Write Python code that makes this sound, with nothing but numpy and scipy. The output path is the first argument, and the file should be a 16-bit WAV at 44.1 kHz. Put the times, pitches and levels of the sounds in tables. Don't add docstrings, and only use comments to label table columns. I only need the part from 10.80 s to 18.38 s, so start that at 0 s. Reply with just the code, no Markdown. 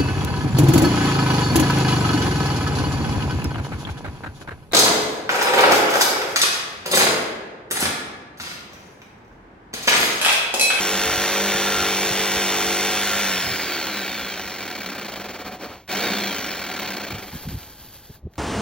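import sys
import numpy as np
from scipy import signal
from scipy.fft import rfft, irfft, next_fast_len
from scipy.io import wavfile
from scipy.ndimage import uniform_filter1d, map_coordinates

SR = 44100
rng = np.random.default_rng(int(sys.argv[2]) if len(sys.argv) > 2 else 0)


def bounce(signal):
    frames = np.transpose(np.atleast_2d(signal))
    limited = np.clip(frames, -1, 1)
    pcm = np.round(limited * 32767).astype(np.int16)
    wavfile.write(sys.argv[1], SR, pcm)


N = 334278
FULL_SPEED_HZ = 50
GEAR_TEETH, PINION_TEETH = 73, 8
TURNS_PER_STROKE = GEAR_TEETH / PINION_TEETH
OFFCUT_S, BLADE_FREE_S, BLIP_ON_S, BLIP_OFF_S = 2.16, 2.47, 5.075, 5.255


def amp(db):
    return 10 ** (np.asarray(db) / 20)


def unit(x):
    return x / np.sqrt(np.mean(x ** 2) + 1e-20)


def since(start_s):
    return np.maximum(np.arange(N) / SR - start_s, 0)


def swell(start_s, length_s):
    return np.sin(np.pi * np.clip(since(start_s) / length_s, 0, 1))


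def curve(rows):
    return np.interp(np.arange(N) / SR, *np.transpose(rows))


def along(rows, hz):
    freqs_hz, values = np.transpose(rows)
    return np.interp(np.log(hz + 1), np.log(freqs_hz + 1), values)


def bumps(modes, hz):
    return sum(db / (1 + (2 * (hz - mode_hz) / width_hz) ** 2) for mode_hz, width_hz, db in modes)


def wobble(rate_hz):
    knots = rng.standard_normal(int(N * rate_hz / SR) + 4)
    return map_coordinates(knots, [np.arange(N) * rate_hz / SR])


def filtered(x, response):
    size = next_fast_len(N + SR // 2)
    return irfft(rfft(x, size) * response(np.fft.rfftfreq(size, 1 / SR)), size)[..., :N]


def ring(x, colour, modes=(), size=4096):
    hz = np.fft.rfftfreq(size, 1 / SR)
    cepstrum = irfft(np.log(amp(along(colour, hz) + bumps(modes, hz))))
    cepstrum[1:size // 2] *= 2
    cepstrum[size // 2 + 1:] = 0
    response = irfft(np.exp(rfft(cepstrum)))
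    return signal.fftconvolve(x, response[None] / np.linalg.norm(response), axes=1)[:, :N]


def resonate(x, hz, width_hz):
    return signal.lfilter(*signal.iirpeak(hz, hz / width_hz, SR), x) * np.sqrt(SR / (np.pi * width_hz))


# freq_hz, coherence
COHERENCE = [(100, .99), (550, .94), (1200, .995), (4000, .93), (5500, .8), (7300, .85), (8100, 1),
             (11300, 1), (12500, .75), (15000, .6)]
def noise():
    def mid_side(hz):
        angle = np.arccos(np.clip(along(COHERENCE, hz), 0, 1)) / 2
        return np.array([np.cos(angle), np.sin(angle)])
    mid, side = filtered(rng.standard_normal((2, N)), mid_side)
    return np.array([mid + side, mid - side])


def coast(off_s, start_hz, friction_hz_per_s=15.75, drag_hz=68):
    angle = np.arctan(start_hz / drag_hz) - friction_hz_per_s / drag_hz * since(off_s)
    return drag_hz * np.tan(np.maximum(angle, 0))


# time_s, speed_hz
CUT_SPEED = [(.15, 48.55), (.5, 49.8), (.68, 49.85), (1.0, 48.9), (1.3, 48.6), (2.15, 49.0), (2.392, 50.6)]
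def crank_speed(blip_target_hz=33.57, spin_up_s=.06):
    off_s, off_hz = CUT_SPEED[-1]
    cut = np.where(since(off_s) > 0, coast(off_s, off_hz), curve(CUT_SPEED))
    rise = blip_target_hz * (1 - np.exp(-since(BLIP_ON_S) / spin_up_s))
    blip = np.minimum(rise, coast(BLIP_OFF_S, rise[round(BLIP_OFF_S * SR)]))
    return np.maximum(cut, blip)


def jolt(peak_s=.15):
    age = since(BLIP_ON_S) / peak_s
    return age * np.exp(1 - age)


# time_s, level_db
BITE = [(0, 1.5), (.55, -2), (.9, -3.5), (1.6, -0.5), (2.3, -1.5), (2.55, -4.5), (2.8, -16)]
def bite(release_db_per_s=170):
    return amp(curve(BITE) - release_db_per_s * since(BITE[-1][0]))


# time_s, level_db
CONTACT = [(2.45, 2.5), (3.65, -1), (4.3, 3), (4.65, 3), (4.75, 1.5), (5.0, 2.5), (5.4, 2.5), (5.87, 1.5),
           (6.05, 5), (6.36, 2.5), (6.5, -5.5), (7.0, -12)]
# start_s, length_s, boost_db
HEAVES = [(4.633, 0.12, 3.5), (4.795, 0.16, 9)]
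def vibration(speed, strain_s=.027, stall_hz=4.7, whine_onset_hz=22.7):
    contact_db = curve(CONTACT) + sum(db * swell(start_s, length_s) for start_s, length_s, db in HEAVES)
    accel_hz_per_s = np.maximum(np.gradient(speed) * SR, 0)
    pace = (speed + strain_s * accel_hz_per_s) / FULL_SPEED_HZ
    turning = speed ** 2 / (speed ** 2 + stall_hz ** 2)
    singing = speed ** 8 / (speed ** 8 + whine_onset_hz ** 8)
    drive = amp(-25 + .91 * contact_db + 1.5 * jolt() - 6 * bite()) * pace ** 1.07
    shake = amp(-38 + contact_db + 5 * jolt() - 2 * bite()) * turning
    dip_db = 8 * swell(OFFCUT_S, .27) + 1.5 * np.minimum(accel_hz_per_s / 40, 1) + 2.5 * bite()
    whine = amp(-31.5 + contact_db + 1.5 * jolt() - dip_db) * pace ** .7 * singing
    return drive, shake, whine


KNOCKS = [(.1, 0.5), (0.36, 0.9), (0.605, 0.62), (.86, 0.78)]
def linkage_force(stroke, speed, full_speed_decay_s=.0034, scatter_db=2.2, breakthrough_db=7):
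    pace = np.maximum(speed, 1) / FULL_SPEED_HZ
    decay_strokes = FULL_SPEED_HZ * full_speed_decay_s * np.sqrt(pace)
    knocks = np.zeros(N)
    for phase, strength in KNOCKS:
        count, age_strokes = np.divmod(stroke - phase + 1 + .008 * wobble(40), 1)
        sizes = strength * amp(rng.normal(0, scatter_db, int(stroke[-1]) + 3))
        knocks += sizes[count.astype(int)] * np.exp(-age_strokes / decay_strokes)
    knocks *= amp(breakthrough_db * swell(2.2, .35)) * np.minimum(3 * pace, 1)
    mesh = 1 + .15 * np.cos(2 * np.pi * GEAR_TEETH * stroke)
    load = (1 + .18 * np.cos(4 * np.pi * (stroke - .51))) * (1 + pace) / 2
    grind = .53 * mesh * load * amp(1.5 * wobble(600))
    force = np.hypot(knocks, grind)
    return force / np.sqrt(np.abs(uniform_filter1d(force ** 2, size=6000)))


def plunger(stroke, speed, bursts_below_hz=21, turn_strokes=.28):
    depth = .55 / (1 + (speed / bursts_below_hz) ** 4)
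    travel = np.sqrt(2) * np.abs(np.sin(2 * np.pi * (stroke - turn_strokes)))
    return 1 - depth + depth * travel


# freq_hz, level_db
CASE_COLOUR = [(60, -40), (200, -23), (400, -6.5), (700, -6), (1150, -7), (2000, -3), (3700, -6.5),
               (5000, -7), (9000, -15), (12000, -24), (15500, -8)]
# freq_hz, width_hz, boost_db
CASE_MODES = [(870, 60, 3), (1380, 160, 4), (1560, 130, 6.5), (1740, 140, 4.5), (2290, 160, 5),
              (2450, 160, 5), (2850, 150, 1.5), (3220, 140, 4), (4280, 340, 5.5), (5700, 300, 2),
              (7250, 250, 2), (10000, 3000, 4)]
def linkage(force, drive):
    return amp(.5) * ring(drive * force * noise(), CASE_COLOUR, CASE_MODES)


# freq_hz, level_db
RASP_COLOUR = [(120, -39), (400, -14), (800, 0.5), (1200, -3.5), (1450, 0), (1800, -2), (2000, 1),
               (2700, 0.5), (3600, 2), (3850, -7.5), (4300, -2), (5000, -3.5), (7000, -1.5), (11500, -7),
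               (12200, -5), (15500, -18)]
# freq_hz, level_db
TEETH_COLOUR = [(500, -25), (900, -7), (1200, -15), (1380, -6), (1530, 0), (1820, 1.5), (2050, -12),
                (2400, -3), (3500, -6), (5500, -28)]
# start_s, length_s, level_db, pitch_hz
CHATTERS = [(0, 0.55, -22, 1600), (0, 0.7, -14.5, 1810), (0.553, 0.56, -9, 1760), (.85, 0.34, -14.5, 1400),
            (0.104, 1.7, -16.5, 3580), (2.154, 0.71, -9.5, 1790)]
def blade(crank, drive, teeth_per_pass=9, slip_teeth=.22, scatter_db=3, turning_share=.35):
    angle = 2 * np.pi * (crank - .53)
    travel = turning_share + (1 - turning_share) * np.abs(np.cos(angle))
    pull = drive * bite() * unit(travel * (1 + .12 * np.cos(angle)))
    chips = pull * noise()
    tooth = np.floor(teeth_per_pass / 2 * np.sin(angle) + slip_teeth * wobble(180))
    passing = np.abs(np.diff(tooth, prepend=0))
    catches = pull * unit(passing * amp(scatter_db * rng.standard_normal(N)))
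    chatter = sum(amp(db) * swell(start_s, length_s) * resonate(catches + chips, hz, width_hz=110)
                  for start_s, length_s, db, hz in CHATTERS)
    return amp(4.5) * ring(chips, RASP_COLOUR) + amp(-8) * ring(catches[None], TEETH_COLOUR) + chatter


# freq_hz, level_db
DOOR_COLOUR = [(40, -22), (100, -8), (160, -12.5), (280, 1), (400, 0.5), (600, -3), (850, -4), (1300, -6.5),
               (3000, -55), (9000, -62)]
# freq_hz, width_hz, boost_db
DOOR_MODES = [(195.3, 31, 15.7), (560, 42, 5.3), (736, 39, 10.9)]
def door_rattle(force, shake):
    return ring(shake * np.sqrt(force) * noise(), DOOR_COLOUR, DOOR_MODES)


def grip(drop_db=8, drop_s=.058, release_db_per_s=70):
    loosened = np.minimum(since(OFFCUT_S) / drop_s, 1)
    return amp(-drop_db * loosened - release_db_per_s * since(BLADE_FREE_S))


# multiple, cutting_db, free_db
HUM_HARMONICS = [(3, -15, -16), (4, -1, -10), (5, -15, -23), (6, -7, -17), (7, 0, -11), (8, 0, -16),
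                 (9, 1.5, -14), (10, -11, -14), (11, -1.5, -11), (12, -12, -14), (13, -11, -14),
                 (14, -12, -13), (15, -1.5, -11), (16, -7, -14), (17, -7, -14), (18, -8, -14),
                 (19, -12, -15), (21, -7.5, -15), (23, -9, -15), (25, -10, -15)]
# multiple, start_s, length_s, change_db
HUM_SWELLS = [(4, .18, .24, -15), (4, .5, .5, 4), (8, .1, .42, -11), (11, .25, .8, 4), (12, .2, .7, 10),
              (15, 1.6, .7, 2), (11, 2.2, .4, 4), (6, 2.38, .28, 7), (6, 3.0, .45, 10), (4, 2.42, .24, 5),
              (15, 5.17, .17, 9), (7, 5.28, .26, 4.5), (11, 5.35, .4, 7), (13, 5.4, .2, 9)]
# freq_hz, width_hz, boost_db
BOOMS = [(197, 34, 13), (290, 40, 5), (395, 70, 6), (548, 50, 8), (738, 50, 6)]
def door_hum(crank, speed, shake, cutoff_hz=150, flutter_db=1.3):
    cutting = amp(-35) * grip()
    shaking = shake * speed / FULL_SPEED_HZ
    hum = np.zeros(N)
    for multiple, cutting_db, free_db in HUM_HARMONICS:
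        tone = np.sin(2 * np.pi * (multiple * crank + rng.random()) + .12 * wobble(25))
        swell_db = sum(db * swell(start_s, length_s)
                       for harmonic, start_s, length_s, db in HUM_SWELLS if harmonic == multiple)
        hz = multiple * speed
        radiated = hz ** 8 / (hz ** 8 + cutoff_hz ** 8)
        free = shaking * radiated * amp(free_db + bumps(BOOMS, hz))
        strength = np.maximum(cutting * amp(cutting_db), free)
        hum += tone * strength * amp(swell_db + flutter_db * wobble(12))
    return hum


def rotor(crank, speed, shake, peak_speed_hz=36.5):
    loaded = amp(-39.5) * grip()
    coasting = amp(-.5) * shake / (1 + ((speed - peak_speed_hz) / 4) ** 2)
    return np.hypot(loaded, coasting) * np.sin(2 * np.pi * TURNS_PER_STROKE * crank + .1 * wobble(30))


# cycles_per_turn, level_db
MOTOR_ORDERS = [(8, -11), (13, 0), (24, -10.5), (26, -3.5)]
# freq_hz, level_db
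VENTS = [(2600, -24), (3150, 0), (3700, -2.5), (4400, -1.5), (4900, -3.5), (5300, -1), (5700, 1.5),
         (5950, 0), (6600, -11), (9500, -12), (10700, -4), (12000, -3)]
def motor(crank, case_hz=4250):
    slack = 1 - .7 * np.clip(bite() / amp(-5), 0, 1)
    chop = 1 - .75 * np.sqrt(jolt()) * np.cos(4 * np.pi * crank)

    def tone(order):
        flutter = amp(1.8 * slack * wobble(45))
        jitter_rad = .3 * (slack + jolt()) * wobble(140)
        return chop * flutter * np.sin(2 * np.pi * order * TURNS_PER_STROKE * crank + jitter_rad)
    tones = sum(amp(db) * tone(order) for order, db in MOTOR_ORDERS)
    whine = filtered(tones, lambda hz: amp(along(VENTS, hz)))
    octave = filtered(tone(2 * PINION_TEETH), lambda hz: 1 / (1 + ((hz - case_hz) / 620) ** 4))
    return whine + amp(-5) * octave


# freq_hz, t60_s
ECHO_DECAY = [(200, 0.23), (2000, 0.28), (12000, 0.18)]
def reflections(x):
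    hz, time_s, spectra = signal.stft(rng.standard_normal(SR // 4), SR, nperseg=256)
    decay = amp(-60 * time_s / along(ECHO_DECAY, hz)[:, None])
    tail = signal.istft(spectra * decay, SR, nperseg=256)[1]
    return signal.fftconvolve(x, tail[None] / np.linalg.norm(tail), axes=1)[:, :N]


# freq_hz, level_db
ROOM_COLOUR = [(20, -17), (50, 10.5), (700, 0), (1500, -14), (5000, -26), (15000, -40)]
# start_s, length_s, level_db, top_hz
PUFFS = [(0.21, 0.25, -41, 80), (0.739, 0.034, -35, 158), (0.89, 0.31, -44, 70), (1.3, 0.038, -34, 130),
         (1.522, 0.079, -41.5, 91), (2.597, 0.18, -40.5, 130), (6.278, 0.13, -37.5, 91),
         (6.528, 0.044, -33.5, 151), (6.65, 0.06, -31, 118), (6.681, 0.11, -32, 108),
         (7.293, 0.024, -38.5, 260), (7.421, 0.069, -34, 85), (7.466, 0.01, -36.5, 476)]
def air(speed, still_db=-54, draught_db=-51, gust_db=2, room_db=-56.5):
    def rumble(top_hz):
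        def band(hz):
            return (hz / np.hypot(hz, 44)) ** 6 / (1 + (hz / top_hz) ** 3) / (1 + (hz / 620) ** 6)
        return unit(filtered(rng.standard_normal(N), band))
    draught = amp(draught_db - gust_db * wobble(7)) * (speed / FULL_SPEED_HZ) ** 2
    wind = np.hypot(amp(still_db), draught) * rumble(top_hz=72)
    for start_s, length_s, db, top_hz in PUFFS:
        puff = swell(start_s, length_s) ** 1.3 * rumble(top_hz)
        wind += amp(db) * puff * np.sqrt(length_s * SR / np.sum(puff ** 2))
    return wind + amp(room_db) * ring(noise(), ROOM_COLOUR)


# start_s, relative_db, decay_s
CLACKS = [(3.827, -18, 0.0044), (3.9566, -24, 0.0041), (4.01, -18.5, 0.0027), (4.061, -14.5, 0.0041),
          (4.67, -28, .006), (5.115, -11.5, 0.011), (5.137, -23.5, 0.0052), (5.228, -11.5, 0.0073),
          (5.562, -14, 0.0022), (5.544, -19, 0.0035), (5.7677, -18, 0.0029), (5.995, -17, 0.011),
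          (6.03, -18.5, 0.01), (6.053, -24, 0.01), (6.11, -29, .004), (6.163, -26, 0.011),
          (6.229, -24.5, 0.012), (6.3064, -17.5, 0.0044), (6.3415, -30, 0.0028), (6.393, -21.5, 0.0041),
          (6.517, -27, 0.0034), (6.686, -24, 0.0096), (6.83, -26, 0.008), (7.536, -35, 0.0037),
          (7.5563, -33, 0.0028)]
def clacks():
    blows = sum(amp(db - 10) * (since(start_s) > 0) * np.exp(-since(start_s) / decay_s)
                for start_s, db, decay_s in CLACKS)
    return ring(blows * noise(), CASE_COLOUR, CASE_MODES)


# start_s, end_s, level_db
SLIDES = [(6.253, 7.362, -37), (7.486, 7.582, -49.5)]
# freq_hz, level_db
SCRAPE_COLOUR = [(150, 7), (600, -3), (2100, -5), (4200, -1), (5200, -2.5), (7200, -5.5), (10300, -1),
                 (11500, -1), (13200, 3.5), (15500, -7.5)]
# freq_hz, width_hz, boost_db
SCRAPE_MODES = [(850, 45, 13.5), (1610, 220, 6.9), (3240, 130, 4.1), (4610, 210, 3.7)]
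def shoe_slide(attack_s=.27, sag_db_per_s=9.5, release_db_per_s=437):
    rub = np.zeros(N)
    for start_s, end_s, db in SLIDES:
        attack = np.minimum(since(start_s) / attack_s, 1)
        rub += attack * amp(db - sag_db_per_s * since(start_s) - release_db_per_s * since(end_s))
    roughness = amp(1.8 * wobble(40) + 1.7 * wobble(700))
    return rub * ring(roughness * noise(), SCRAPE_COLOUR, SCRAPE_MODES)


# freq_hz, lead_rad
LEFT_LEAD = [(100, 0), (2000, .05), (2700, .7), (4000, .1), (5000, 2.3), (5800, 1.6), (7400, 2.5),
             (8000, 3.14), (11400, 3.14), (13000, 3.9), (15500, 5.3)]
def stereo_phase(x):
    return filtered(x, lambda hz: np.exp(.5j * along(LEFT_LEAD, hz) * np.array([[1], [-1]])))


# time_s, delay_strokes
KNOCK_TIMING = [(2.6, 0), (3.75, .2), (5.07, .25), (5.75, .3), (6.2, .36)]
def scene():
    speed = crank_speed()
    crank = np.cumsum(speed) / SR
    stroke = crank - curve(KNOCK_TIMING)
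    drive, shake, whine = vibration(speed)
    force = linkage_force(stroke, speed)
    bursts = plunger(stroke, speed)
    clatter = linkage(force, drive * bursts) + blade(crank, drive) + clacks()
    door = door_rattle(force, shake * bursts) + door_hum(crank, speed, shake)
    door += rotor(crank, speed, shake)
    saw = clatter + amp(-9) * reflections(clatter) + door + whine * motor(crank) + shoe_slide()
    return stereo_phase(saw + air(speed))


def record(dry, top_hz=15800):
    return filtered(dry, lambda hz: hz < top_hz)


dry = scene()
out = record(dry)
bounce(out)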